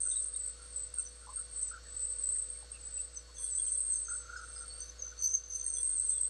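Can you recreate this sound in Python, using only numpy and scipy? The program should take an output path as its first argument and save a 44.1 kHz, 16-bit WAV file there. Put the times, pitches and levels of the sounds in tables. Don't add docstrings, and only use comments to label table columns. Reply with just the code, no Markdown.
import sys
import numpy as np
from scipy import signal
from scipy.fft import rfft, irfft, next_fast_len
from scipy.io import wavfile
from scipy.ndimage import uniform_filter1d

SR = 44100
rng = np.random.default_rng(int(sys.argv[2]) if len(sys.argv) > 2 else 0)


def output_pcm(signal):
    pcm = np.clip(np.atleast_2d(signal).T, -1, 1) * 32767
    wavfile.write(sys.argv[1], SR, np.round(pcm).astype(np.int16))


def elevation(decibels):
    levels = np.asarray(decibels, float)
    return 10 ** (levels / 20)


N = 277387


def in_time(rows):
    s, *columns = np.transpose(rows)
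    return [np.interp(np.arange(N) / SR, s, c) for c in columns]


def rms_one(x):
    return x / np.sqrt(np.mean(np.abs(x) ** 2) + 1e-20)


def low_pass(x, cut_hz, order):
    return signal.sosfilt(signal.butter(order, cut_hz, fs=SR, output="sos"), x)


def drift(rate_hz):
    smooth = signal.butter(2, rate_hz, fs=SR / 50, output="sos")
    coarse = signal.sosfilt(smooth, rng.standard_normal(N // 50 + 2002))
    settled = rms_one(coarse[2000:])
    return np.interp(np.arange(N) / 50, np.arange(N // 50 + 2), settled)


# frequency in Hz, level in dB per Hz.
HISS_SPECTRUM = [(110, -2), (150, -8), (370, -10), (520, 1), (640, -5.5), (720, -6.5), (950, -9),
                 (1300, -1), (2700, -10), (4300, -2), (6200, -4), (8300, -5.5), (9600, -16), (13400, -30)]
HISS_DB = -5


def hiss():
    hz, db = np.transpose(HISS_SPECTRUM)
    size = next_fast_len(N, True)
    grid = np.maximum(np.fft.rfftfreq(size, 1 / SR), 1)
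    colour = elevation(np.interp(np.log(grid), np.log(hz), db))
    noise = irfft(rfft(rng.standard_normal(size)) * colour, size)[:N]
    return elevation(HISS_DB) * rms_one(noise)


# lower edge in Hz, upper edge in Hz, # squeak
# level in dB at which the band drops out, averaging time in seconds.
GAPPED_BANDS = [(9050, 9600, -41, .04), (9600, 10500, -44, .05), (10500, 11500, -43, .06),
                (11500, 12500, -41, .2), (12500, 14500, -41, .25)]


def gapped(quiet, squeak, soft_db=3.0, ragged_db=3.5):
    size = next_fast_len(N, True)
    spectrum, grid = rfft(quiet, size), np.fft.rfftfreq(size, 1 / SR)
    power_db = 10 * np.log10(uniform_filter1d(squeak ** 2, SR // 50) + 1e-12)
    for low_hz, high_hz, over_db, hold_s in GAPPED_BANDS:
        level_db = uniform_filter1d(power_db, int(hold_s * SR))
        gone = np.clip((level_db + ragged_db * drift(7.0) - over_db) / soft_db, 0, 1)
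        band = irfft(spectrum * (grid > low_hz) * (grid <= high_hz), size)[:N]
        quiet = quiet - gone * band
    return quiet


MOTOR_HZ = 58.25
# multiple of the motor frequency, level in dB.
MOTOR_HARMONICS = [(1, 0.5), (2, -25), (3, -25.5), (4, -34), (5, -28), (6, -29), (7, -34)]
DRIVE_LINE_HZ = [50.0, 66.6, 88.2, 100.3, 208.6, 257.7, 315.6, 404, 433.4, 451.5, 491.2, 611.7, 1123, 1490,
                 2740, 3800, 4421, 4480]
# width in Hz, level in dB against the hum.
DRIVE_LINE_LEVELS = [(0.32, -29), (.2, -34), (2, -25), (2, -22), (1.4, -30.5), (2, -33.5), (3.87, -27),
                     (2.4, -37.5), (2, -27), (2, -34), (1.31, -14), (1.31, -22.5), (26.8, -23.5),
                     (24.6, -21.5), (20.1, -25.5), (30, -27), (8.8, -11.5), (50.8, -21)]


def lathe(swell_db=1.67):
    turn = 2 * np.pi * np.arange(N) / SR
    out = sum(elevation(db) * np.sin(k * MOTOR_HZ * turn + k * k) for k, db in MOTOR_HARMONICS)
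    for hz, (width_hz, db) in zip(DRIVE_LINE_HZ, DRIVE_LINE_LEVELS):
        pitch_hz = hz + width_hz / 2 * drift(1.0 + width_hz / 2)
        phase = 2 * np.pi * np.cumsum(pitch_hz) / SR
        out += elevation(db + swell_db * drift(7.8)) * np.sin(phase)
    return np.sqrt(2) * out


SWAY_DB, SWAY_S, SWAY_DIP_S = 0.8, 2.07, 1.23


def belt_sway(sharp=2.6):
    turn = np.pi * (np.arange(N) / SR - SWAY_DIP_S) / SWAY_S
    return elevation(-2 * SWAY_DB * np.abs(np.cos(turn)) ** (2 * sharp))


def gain_control(squeak, knee_db=-40, share=0.19, memory_s=0.18):
    keep = np.exp(-1 / (memory_s * SR))
    start = [np.mean(squeak[:SR // 10] ** 2)]
    power = signal.lfilter([1 - keep], [1, -keep], squeak ** 2, zi=start)[0]
    return (1 + power / elevation(knee_db) ** 2) ** (-share)


def bed_drone(turned_down):
    load_hz, load_db = 404, -62.5
    return elevation(load_db) * (1 - turned_down) * np.sin(2 * np.pi * load_hz * np.arange(N) / SR)


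def slips(spread_db):
    return elevation(spread_db * rng.exponential(1, N)) * np.exp(2j * np.pi * rng.random(N))


def sing(push, pitch_hz, width_hz, skirt=3.13, lean_hz=0.0):
    swing = np.exp(2j * np.pi * np.cumsum(pitch_hz * np.ones(len(push))) / SR)
    lean = np.exp(2j * np.pi * lean_hz * np.arange(len(push)) / SR)
    peak = low_pass(push, width_hz / 2, order=1)
    height = low_pass(peak * lean, skirt * width_hz / 2, order=5) / lean
    return np.sqrt(2) * np.real(rms_one(height) * swing)


def bites(rows, gain_db):
    swell_s, ring_s, early_s = .006, .007, .001
    out, t = np.zeros(N), np.arange(int(.06 * SR)) / SR
    swell = np.sin(np.pi / 2 * np.minimum(t / swell_s, 1)) ** 2
    shape = swell * np.exp(-(t / ring_s) ** 2)
    shape = shape / shape.max()
    for s, peak_db, hz in rows:
        at = int((s - early_s) * SR)
        ring = elevation(peak_db + gain_db) * shape * np.sin(2 * np.pi * hz * t)
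        out[at:at + len(t)] += ring[:N - at]
    return out


def grab_push(flicker_db=0.5):
    return slips(1.6) * elevation(flicker_db * drift(40))


def grabbed(rows, push, slide_hz_per_s=0, rise_s=0.0088, fall_s=0.043, narrow=0.3):
    out = np.zeros(N)
    for s, length_s, hz, width_hz, level_db in rows:
        at = int(s * SR)
        size = min(int((length_s + fall_s / 2) * SR), N - at)
        t = np.arange(size) / SR
        ramp = np.clip(np.minimum(t / rise_s, t[::-1] / fall_s), 0, 1)
        shape = np.sin(np.pi / 2 * ramp) ** 2
        pitch_hz = hz - slide_hz_per_s * (t - length_s / 2) * (length_s < .05)
        mode = sing(push[at:at + size], pitch_hz, narrow * width_hz, skirt=5.46)
        out[at:at + size] += elevation(level_db) * shape * mode
    return out


# start in seconds, length in seconds, level in dB.
BLANK_CREAKS = [(0.052, 0.024, -54), (0.588, 0.077, -64.5), (0.97, 0.038, -60), (1.213, 0.051, -62.5),
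                (1.365, 0.049, -58), (1.706, 0.084, -52), (4.078, 0.081, -50), (4.196, 0.17, -60),
                (4.285, 0.078, -50), (4.352, 0.036, -50.5), (4.382, 0.073, -49.5), (4.47, 0.048, -60),
                (4.556, 0.053, -61.5), (4.599, 0.061, -57), (4.711, 0.09, -69.5), (5.048, 0.029, -60.5),
                (5.108, 0.032, -59.5), (5.188, 0.021, -63)]
# time in seconds, peak level in dB, pitch in Hz.
BLANK_JOLTS = [(1.717, -41, 1357), (1.7386, -42, 1540), (4.0856, -48, 1390), (4.298, -36, 1420),
               (4.359, -30, 1477), (4.3904, -36, 1400), (4.4378, -41, 1430), (4.5007, -46, 1430),
               (4.6204, -45, 1460), (4.6448, -43, 1340), (5.1252, -49, 1370)]


def creaks(push):
    pitch_hz, hz_per_db, width_hz = 1420, 2.5, 212
    rows = [(s, length_s, pitch_hz + hz_per_db * (db + 50), width_hz, db) for s, length_s, db in BLANK_CREAKS]
    return grabbed(rows, push) + bites(BLANK_JOLTS, gain_db=-5.5)


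# start in seconds, length in seconds, level in dB.
TIP_WHISTLES = [(3.345, .055, -73), (3.39, .1, -57), (3.498, .055, -71), (3.644, 0.11, -73.5),
                (4.02, 0.081, -82), (4.608, .082, -82), (4.834, 0.077, -67), (5.238, 0.042, -64),
                (5.477, 0.038, -65), (5.531, 0.056, -59.5), (5.624, 0.07, -62.5), (5.746, 0.12, -61),
                (5.92, .032, -69), (6.048, 0.031, -73), (6.15, 0.085, -83)]


def whistles(push):
    pitch_hz, width_hz = 10740, 320
    return grabbed([(s, length_s, pitch_hz, width_hz, db) for s, length_s, db in TIP_WHISTLES], push)


# start in seconds, length in seconds, pitch in Hz, level in dB.
REST_CHIRPS = [(.108, .022, 3730, -48.5), (.125, 0.028, 3630, -58), (.15, 0.032, 3830, -50.5),
               (.18, .03, 3690, -64), (.338, 0.022, 3750, -52), (1.262, 0.033, 898, -58.5),
               (1.266, 0.06, 1040, -53.5), (1.847, 0.046, 1760, -63.5), (.985, 0.021, 2680, -65),
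               (2.54, 0.032, 2230, -70), (5.595, .025, 3500, -67), (2.347, 0.025, 1890, -65),
               (2.62, 0.02, 834, -61.5), (2.733, 0.041, 2700, -60), (2.972, 0.025, 2690, -58.5),
               (3.281, .03, 1093, -65.5), (3.362, 0.049, 3380, -63.5), (3.405, 0.088, 3390, -65),
               (3.388, 0.035, 1076, -66), (3.58, 0.04, 3370, -59), (3.666, 0.027, 3230, -63),
               (3.746, 0.028, 3390, -67), (4.98, 0.079, 529, -65.5), (5.655, 0.025, 1910, -65),
               (5.76, 0.051, 3430, -59), (5.919, 0.032, 3560, -69), (6.16, 0.034, 3440, -62),
               (6.225, 0.036, 3460, -67)]
# start in seconds, length in seconds, pitch in Hz, level in dB.
STEEL_CHIRPS = [(.44, 0.048, 12330, -79), (.47, .04, 7500, -59), (.792, 0.029, 7250, -66),
                (.99, 0.036, 7400, -56), (1.585, 0.045, 12000, -78), (1.66, 0.028, 7000, -59),
                (1.678, 0.015, 6050, -51.5), (1.802, 0.0354, 5650, -67), (3.961, 0.035, 4680, -67),
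                (4.357, 0.042, 5120, -58.5), (4.36, 0.042, 6730, -59), (4.555, 0.051, 5050, -57.5),
                (5.222, 0.058, 11900, -70), (5.237, .04, 13550, -75), (5.33, .035, 13560, -78.5),
                (5.245, .04, 10400, -76), (4.98, 0.034, 6530, -48), (5.22, 0.043, 11480, -56),
                (5.22, 0.05, 12950, -70), (5.34, .02, 12950, -79), (5.226, 0.05, 4484, -51.5),
                (5.968, 0.051, 7980, -40)]


def chirps(push):
    width_hz = 224
    grabs = [*REST_CHIRPS, *STEEL_CHIRPS]
    rows = [(s, length_s, hz, width_hz, db) for s, length_s, hz, db in grabs]
    return grabbed(rows, push, slide_hz_per_s=2600)


# start in seconds, length in seconds, pitch in Hz, width in Hz, level in dB.
BAND_SWELLS = [(3.415, 0.052, 8730, 520, -46.5), (5.222, 0.076, 10530, 5000, -73),
               (5.335, 0.044, 9500, 4500, -75), (4.64, .11, 4421, 58, -56.5),
               (4.74, 0.12, 4530, 240, -58.5), (5.125, 0.14, 4421, 57, -57), (6.1, .06, 3550, 80, -65),
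               (5.228, .055, 5780, 420, -52), (5.3, .09, 5880, 380, -54), (5.505, .03, 5750, 380, -58),
               (5.64, .07, 6380, 270, -54), (3.495, .075, 7900, 260, -48), (3.915, .05, 7900, 260, -51),
               (4.1, 0.087, 7860, 240, -56), (0.38, .07, 7820, 240, -60)]


def band_swells(push):
    return grabbed(BAND_SWELLS, push)


def strokes(rows, rise_db_per_s, fall_db_per_s, rest_db):
    t, level_db = np.arange(N) / SR, np.full(N, float(rest_db))
    for s, length_s, first_db, last_db in rows:
        near = slice(max(int((s - .3) * SR), 0), int((s + length_s + .3) * SR))
        ends = [s - 1, s, s + max(length_s, .001), s + length_s + 1]
        levels = [first_db - rise_db_per_s, first_db, last_db, last_db - fall_db_per_s]
        level_db[near] = np.maximum(level_db[near], np.interp(t[near], ends, levels))
    return level_db


def friction_mode(level_db, pitch_hz, width_hz, flicker_db, skirt, lean_hz, wander_hz=14, even=0.71):
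    grip = rms_one(elevation(flicker_db * drift(44)))
    swing = grip * sing(slips(2.4), pitch_hz + wander_hz * drift(9), width_hz, skirt, lean_hz)
    held = uniform_filter1d(uniform_filter1d(swing ** 2, SR // 40), SR // 40)
    return elevation(level_db) * rms_one(swing / (held + .05) ** (even / 2))


SAG_HZ, SAG_S = 89.4, 0.03


def sag(rows):
    t = np.arange(N) / SR
    starts = np.sort([0] + [row[0] - .01 for row in rows[1:]])
    latest = starts[np.searchsorted(starts, t, "right") - 1]
    return SAG_HZ * np.exp(-(t - latest) / SAG_S)


# time in seconds, pitch in Hz.
JOINT_BEND = [(0, 6190), (1.1, 6090), (3.1, 6360), (3.2, 6035), (3.36, 6250), (3.46, 6190), (4.1, 6310),
              (4.52, 6290), (4.64, 6150), (5.03, 6190), (5.28, 6104), (5.35, 6203), (5.42, 6210),
              (5.62, 6173), (5.68, 6290), (5.76, 6132), (6.0, 6280), (6.29, 6014)]
# start in seconds, length in seconds,
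# level at the start in dB, level at the end in dB.
JOINT_STROKES = [(0, 0.068, -60, -56.5), (.07, 0.042, -58.5, -47.5), (.22, 0.03, -60, -59),
                 (1.01, 0.013, -52.5, -65), (1.065, 0.018, -42, -54.5), (1.62, .03, -54.5, -63),
                 (3.174, 0.016, -39, -54), (3.36, 0.1, -50.5, -53), (3.5, 0.093, -58, -55),
                 (3.65, 0.083, -58, -53), (3.82, .1, -66, -65), (3.93, 0.03, -51, -47),
                 (4.05, 0.045, -50, -45.5), (4.14, 0.46, -56.5, -66.5), (4.61, 0.017, -53, -57),
                 (5.17, 0.032, -57, -44), (4.812, 0.053, -41.5, -55), (4.895, 0.0095, -39, -54.5),
                 (5.021, 0.088, -44, -48.5), (5.222, 0.039, -31.5, -27.5), (5.27, 0.069, -31, -40),
                 (5.34, 0.019, -25.5, -30.5), (5.44, 0.057, -52, -52), (5.5, 0.066, -43, -35.5),
                 (5.6, 0.027, -41, -39), (5.65, 0.062, -48, -47.5), (5.74, .14, -36.5, -62),
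                 (5.89, 0.18, -62, -59), (6.105, 0.018, -47, -57), (6.14, 0.067, -63, -65)]


def joint():
    pitch_hz = in_time(JOINT_BEND)[0] + sag(JOINT_STROKES) - SAG_HZ / 3
    level_db = strokes(JOINT_STROKES, 1200, 380, rest_db=-79)
    return friction_mode(level_db, pitch_hz, width_hz=60, flicker_db=1.0, skirt=6.3, lean_hz=35)


# time in seconds, upper pitch in Hz, middle pitch in Hz, lower pitch in Hz.
LEG_DETUNING = [(0, 8610, 8350, 8055), (.3, 8576, 8350, 8055), (1.9, 8485, 8350, 8055),
                (3.0, 8510, 8350, 8055), (3.45, 8560, 8350, 8020), (3.6, 8590, 8320, 8030),
                (3.9, 8520, 8320, 8070), (4.14, 8563, 8300, 8030), (4.25, 8293, 8200, 7850),
                (4.4, 8500, 8300, 8040), (5.65, 8507, 8430, 8080), (5.9, 8584, 8330, 8080),
                (6.1, 8520, 8290, 8080), (6.29, 8480, 8270, 8080)]
# start in seconds, length in seconds,
# level at the start in dB, level at the end in dB.
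UPPER_STROKES = [(0, 0.28, -32, -39), (.33, 0.042, -42.5, -38.5), (.46, 0.018, -35.5, -40.5),
                 (.6, 0.23, -55, -45.5), (.945, 0.008, -52, -47), (.98, 0.019, -35.5, -34.5),
                 (1.08, 0.26, -56.5, -56), (1.36, 0.054, -39, -40.5), (1.5, 0.13, -52.5, -35.5),
                 (1.96, 0.16, -48, -39.5), (2.19, .06, -39.5, -41), (2.32, 0.1, -35, -38.5),
                 (2.5, 0.12, -42.5, -51), (2.73, 0.0069, -49, -47), (2.78, 0.16, -60, -56.5),
                 (2.99, 0.042, -44, -45), (3.39, 0.0061, -47, -40), (3.44, 0.057, -37, -42),
                 (3.57, .45, -35, -40), (4.11, 0.058, -43.5, -41.5), (4.3, 0.31, -64, -43),
                 (4.67, .15, -49, -48), (5.21, 0.14, -49.5, -52), (5.54, 0.066, -50, -48.5),
                 (5.66, 0.38, -38.5, -35.5), (6.1, 0.069, -32, -47), (6.21, 0.048, -38.5, -43)]
# start in seconds, length in seconds,
# level at the start in dB, level at the end in dB.
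MIDDLE_STROKES = [
    (3.43, 0.41, -45, -37.5),
    (3.91, 0.1, -30.5, -41),
    (4.11, 0.075, -41.5, -45.5),
    (5.65, 0.21, -62, -32.5),
    (5.9, 0.16, -37, -37.5),
    (6.09, 0.12, -36.5, -37.5),
    (6.2, 0.051, -37, -31.5),
]
# start in seconds, length in seconds,
# level at the start in dB, level at the end in dB.
LOWER_STROKES = [(0, 0.15, -39.5, -41), (.16, 0.15, -35.5, -51.5), (.38, 0.12, -40.5, -43),
                 (.55, 0.11, -53.5, -67), (.76, 0.088, -38.5, -42), (.99, 0.016, -49, -47),
                 (1.08, 0.16, -61, -67), (1.3, 0.11, -55, -49), (1.56, 0.14, -41, -42),
                 (1.84, 0.19, -57, -35.5), (2.02, 0.21, -35.5, -47.5), (2.235, 0.19, -34, -42.5),
                 (2.39, 0.047, -37, -45), (2.45, 0.18, -43, -66), (2.72, .02, -51, -61),
                 (2.81, 0.057, -52, -42.5), (2.92, 0.072, -44.5, -37), (3.0, 0.038, -36, -43),
                 (3.09, 0.077, -66, -47), (3.24, 0.26, -70, -45.5), (3.51, 0.065, -40.5, -37.5),
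                 (3.67, 0.19, -42.5, -43), (3.915, 0.046, -41.5, -45), (4.0, 0.059, -38.5, -48),
                 (4.1, 0.1, -44.5, -47), (4.3, 0.34, -67, -60), (4.66, .2, -73, -74), (5.7, 0.32, -69, -43),
                 (6.09, 0.079, -32, -41), (6.19, 0.041, -44, -37)]


def legs():
    upper_hz, middle_hz, lower_hz = in_time(LEG_DETUNING)
    upper_db = strokes(UPPER_STROKES, 480, 260, rest_db=-75)
    middle_db = strokes(MIDDLE_STROKES, 300, 300, rest_db=-88)
    lower_db = strokes(LOWER_STROKES, 490, 280, rest_db=-76)
    out = friction_mode(upper_db, upper_hz, width_hz=64, flicker_db=1.5, skirt=5.9, lean_hz=60)
    out += friction_mode(middle_db, middle_hz, width_hz=163, flicker_db=-1.0, skirt=2.9, lean_hz=3.7,
                         wander_hz=39.74)
    out += friction_mode(lower_db, lower_hz, width_hz=50, flicker_db=0.5, skirt=5.6, lean_hz=10)
    return out


def sticking(rows, before_s=0.00029, spread_s=0.0053):
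    stick_db = -7
    t, dip = np.arange(N) / SR, np.zeros(N)
    for s, peak_db, hz in rows:
        near = slice(max(int((s - .03) * SR), 0), int((s + .02) * SR))
        dip[near] += np.exp(-((t[near] - s + before_s) / spread_s) ** 2)
    return elevation(stick_db * np.minimum(dip, 1))


# time in seconds, peak level in dB, pitch in Hz.
UPPER_LEG_BITES = [(0.0253, -31, 8560), (0.0498, -31.5, 8620), (0.0828, -27, 8600), (0.2556, -34, 8580),
                   (0.3598, -27.5, 8530), (0.4594, -31, 8350), (0.758, -34, 8520), (0.9384, -31.5, 8620),
                   (0.9822, -24, 8480), (1.3573, -32, 8570), (1.6237, -30, 8560), (2.1834, -32, 8500),
                   (2.2338, -32, 8490), (2.289, -32, 8400), (2.3163, -33, 8520), (2.4994, -34, 8520),
                   (2.7154, -33, 8480), (3.3807, -37, 8510), (3.43, -36, 8570), (3.5553, -28, 8510),
                   (3.595, -24.5, 8590), (3.6173, -25, 8640), (3.717, -23.5, 8610), (3.77, -27.5, 8590),
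                   (3.803, -22.5, 8510), (3.8462, -28.5, 8590), (3.8631, -27.5, 8550), (3.898, -28, 8610),
                   (3.9489, -27.5, 8480), (3.9834, -29, 8580), (4.678, -37, 8510), (4.802, -34.5, 8600),
                   (5.6403, -30.5, 8570), (5.662, -24, 8530), (5.6995, -26, 8460), (5.781, -29, 8580),
                   (5.8287, -26, 8520), (5.8898, -23.5, 8590), (5.9514, -27, 8600), (5.9958, -22.5, 8470),
                   (6.0195, -27, 8340), (6.091, -20, 8330), (6.1749, -26, 8300), (6.2099, -20, 8300)]
# time in seconds, peak level in dB, pitch in Hz.
LOWER_LEG_BITES = [(0.0706, -27.5, 8100), (0.157, -28, 8180), (0.2598, -35.5, 8020), (0.3606, -40, 8050),
                   (0.7592, -32.5, 8050), (0.7932, -34, 8150), (0.9842, -39, 8120), (1.5584, -33, 8050),
                   (1.6106, -29, 8060), (1.6279, -25, 8060), (1.9624, -34, 8000), (2.2365, -29.5, 8050),
                   (2.255, -25, 8050), (2.2876, -25, 8000), (2.382, -28, 8170), (3.549, -27.5, 8020),
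                   (3.6626, -28.5, 8100), (3.8053, -29, 8160), (3.919, -26.5, 8090), (4.0133, -31, 8190),
                   (4.0931, -37, 8030), (5.9789, -27.5, 8030), (6.117, -25, 8200)]
# time in seconds, peak level in dB, pitch in Hz.
CALIPER_JOINT_BITES = [(3.1697, -36, 6110), (3.3667, -46, 6150), (3.9365, -40, 6310), (3.9574, -36, 6320),
                       (4.0507, -45, 6400), (4.815, -35, 6130), (4.8928, -35, 6080), (5.02, -29, 6160),
                       (5.064, -36.5, 6140), (5.1889, -37, 6230), (5.221, -28.5, 6065), (5.24, -23.5, 6130),
                       (5.288, -26.5, 6110), (5.3441, -19.5, 6370), (5.435, -40.5, 6190),
                       (5.4974, -39, 6330), (5.5343, -29, 6080), (5.6107, -30.5, 6150),
                       (5.7363, -34.5, 6150)]


def caliper_squeak(leg_sound):
    out = sticking([*UPPER_LEG_BITES, *LOWER_LEG_BITES]) * leg_sound
    out += sticking(CALIPER_JOINT_BITES) * joint()
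    out += bites(UPPER_LEG_BITES, gain_db=-2.0)
    out += bites(LOWER_LEG_BITES, gain_db=-0.5)
    out += bites(CALIPER_JOINT_BITES, gain_db=-1.5)
    return out


def scene():
    hum_db = -54.5
    leg_sound = legs()
    squeak = caliper_squeak(leg_sound)
    turned_down = gain_control(squeak)
    machine = lathe() + gapped(hiss(), leg_sound)
    machine = elevation(hum_db) * turned_down * belt_sway() * machine + bed_drone(turned_down)
    push = grab_push()
    grabs = creaks(push) + whistles(push) + chirps(push) + band_swells(push)
    return (machine + grabs + squeak)[None]


def top_cut(x):
    return signal.sosfilt(signal.butter(12, 13530, fs=SR, output="sos"), x)


def record(dry):
    return top_cut(dry)


dry = scene()
out = record(dry)
output_pcm(out)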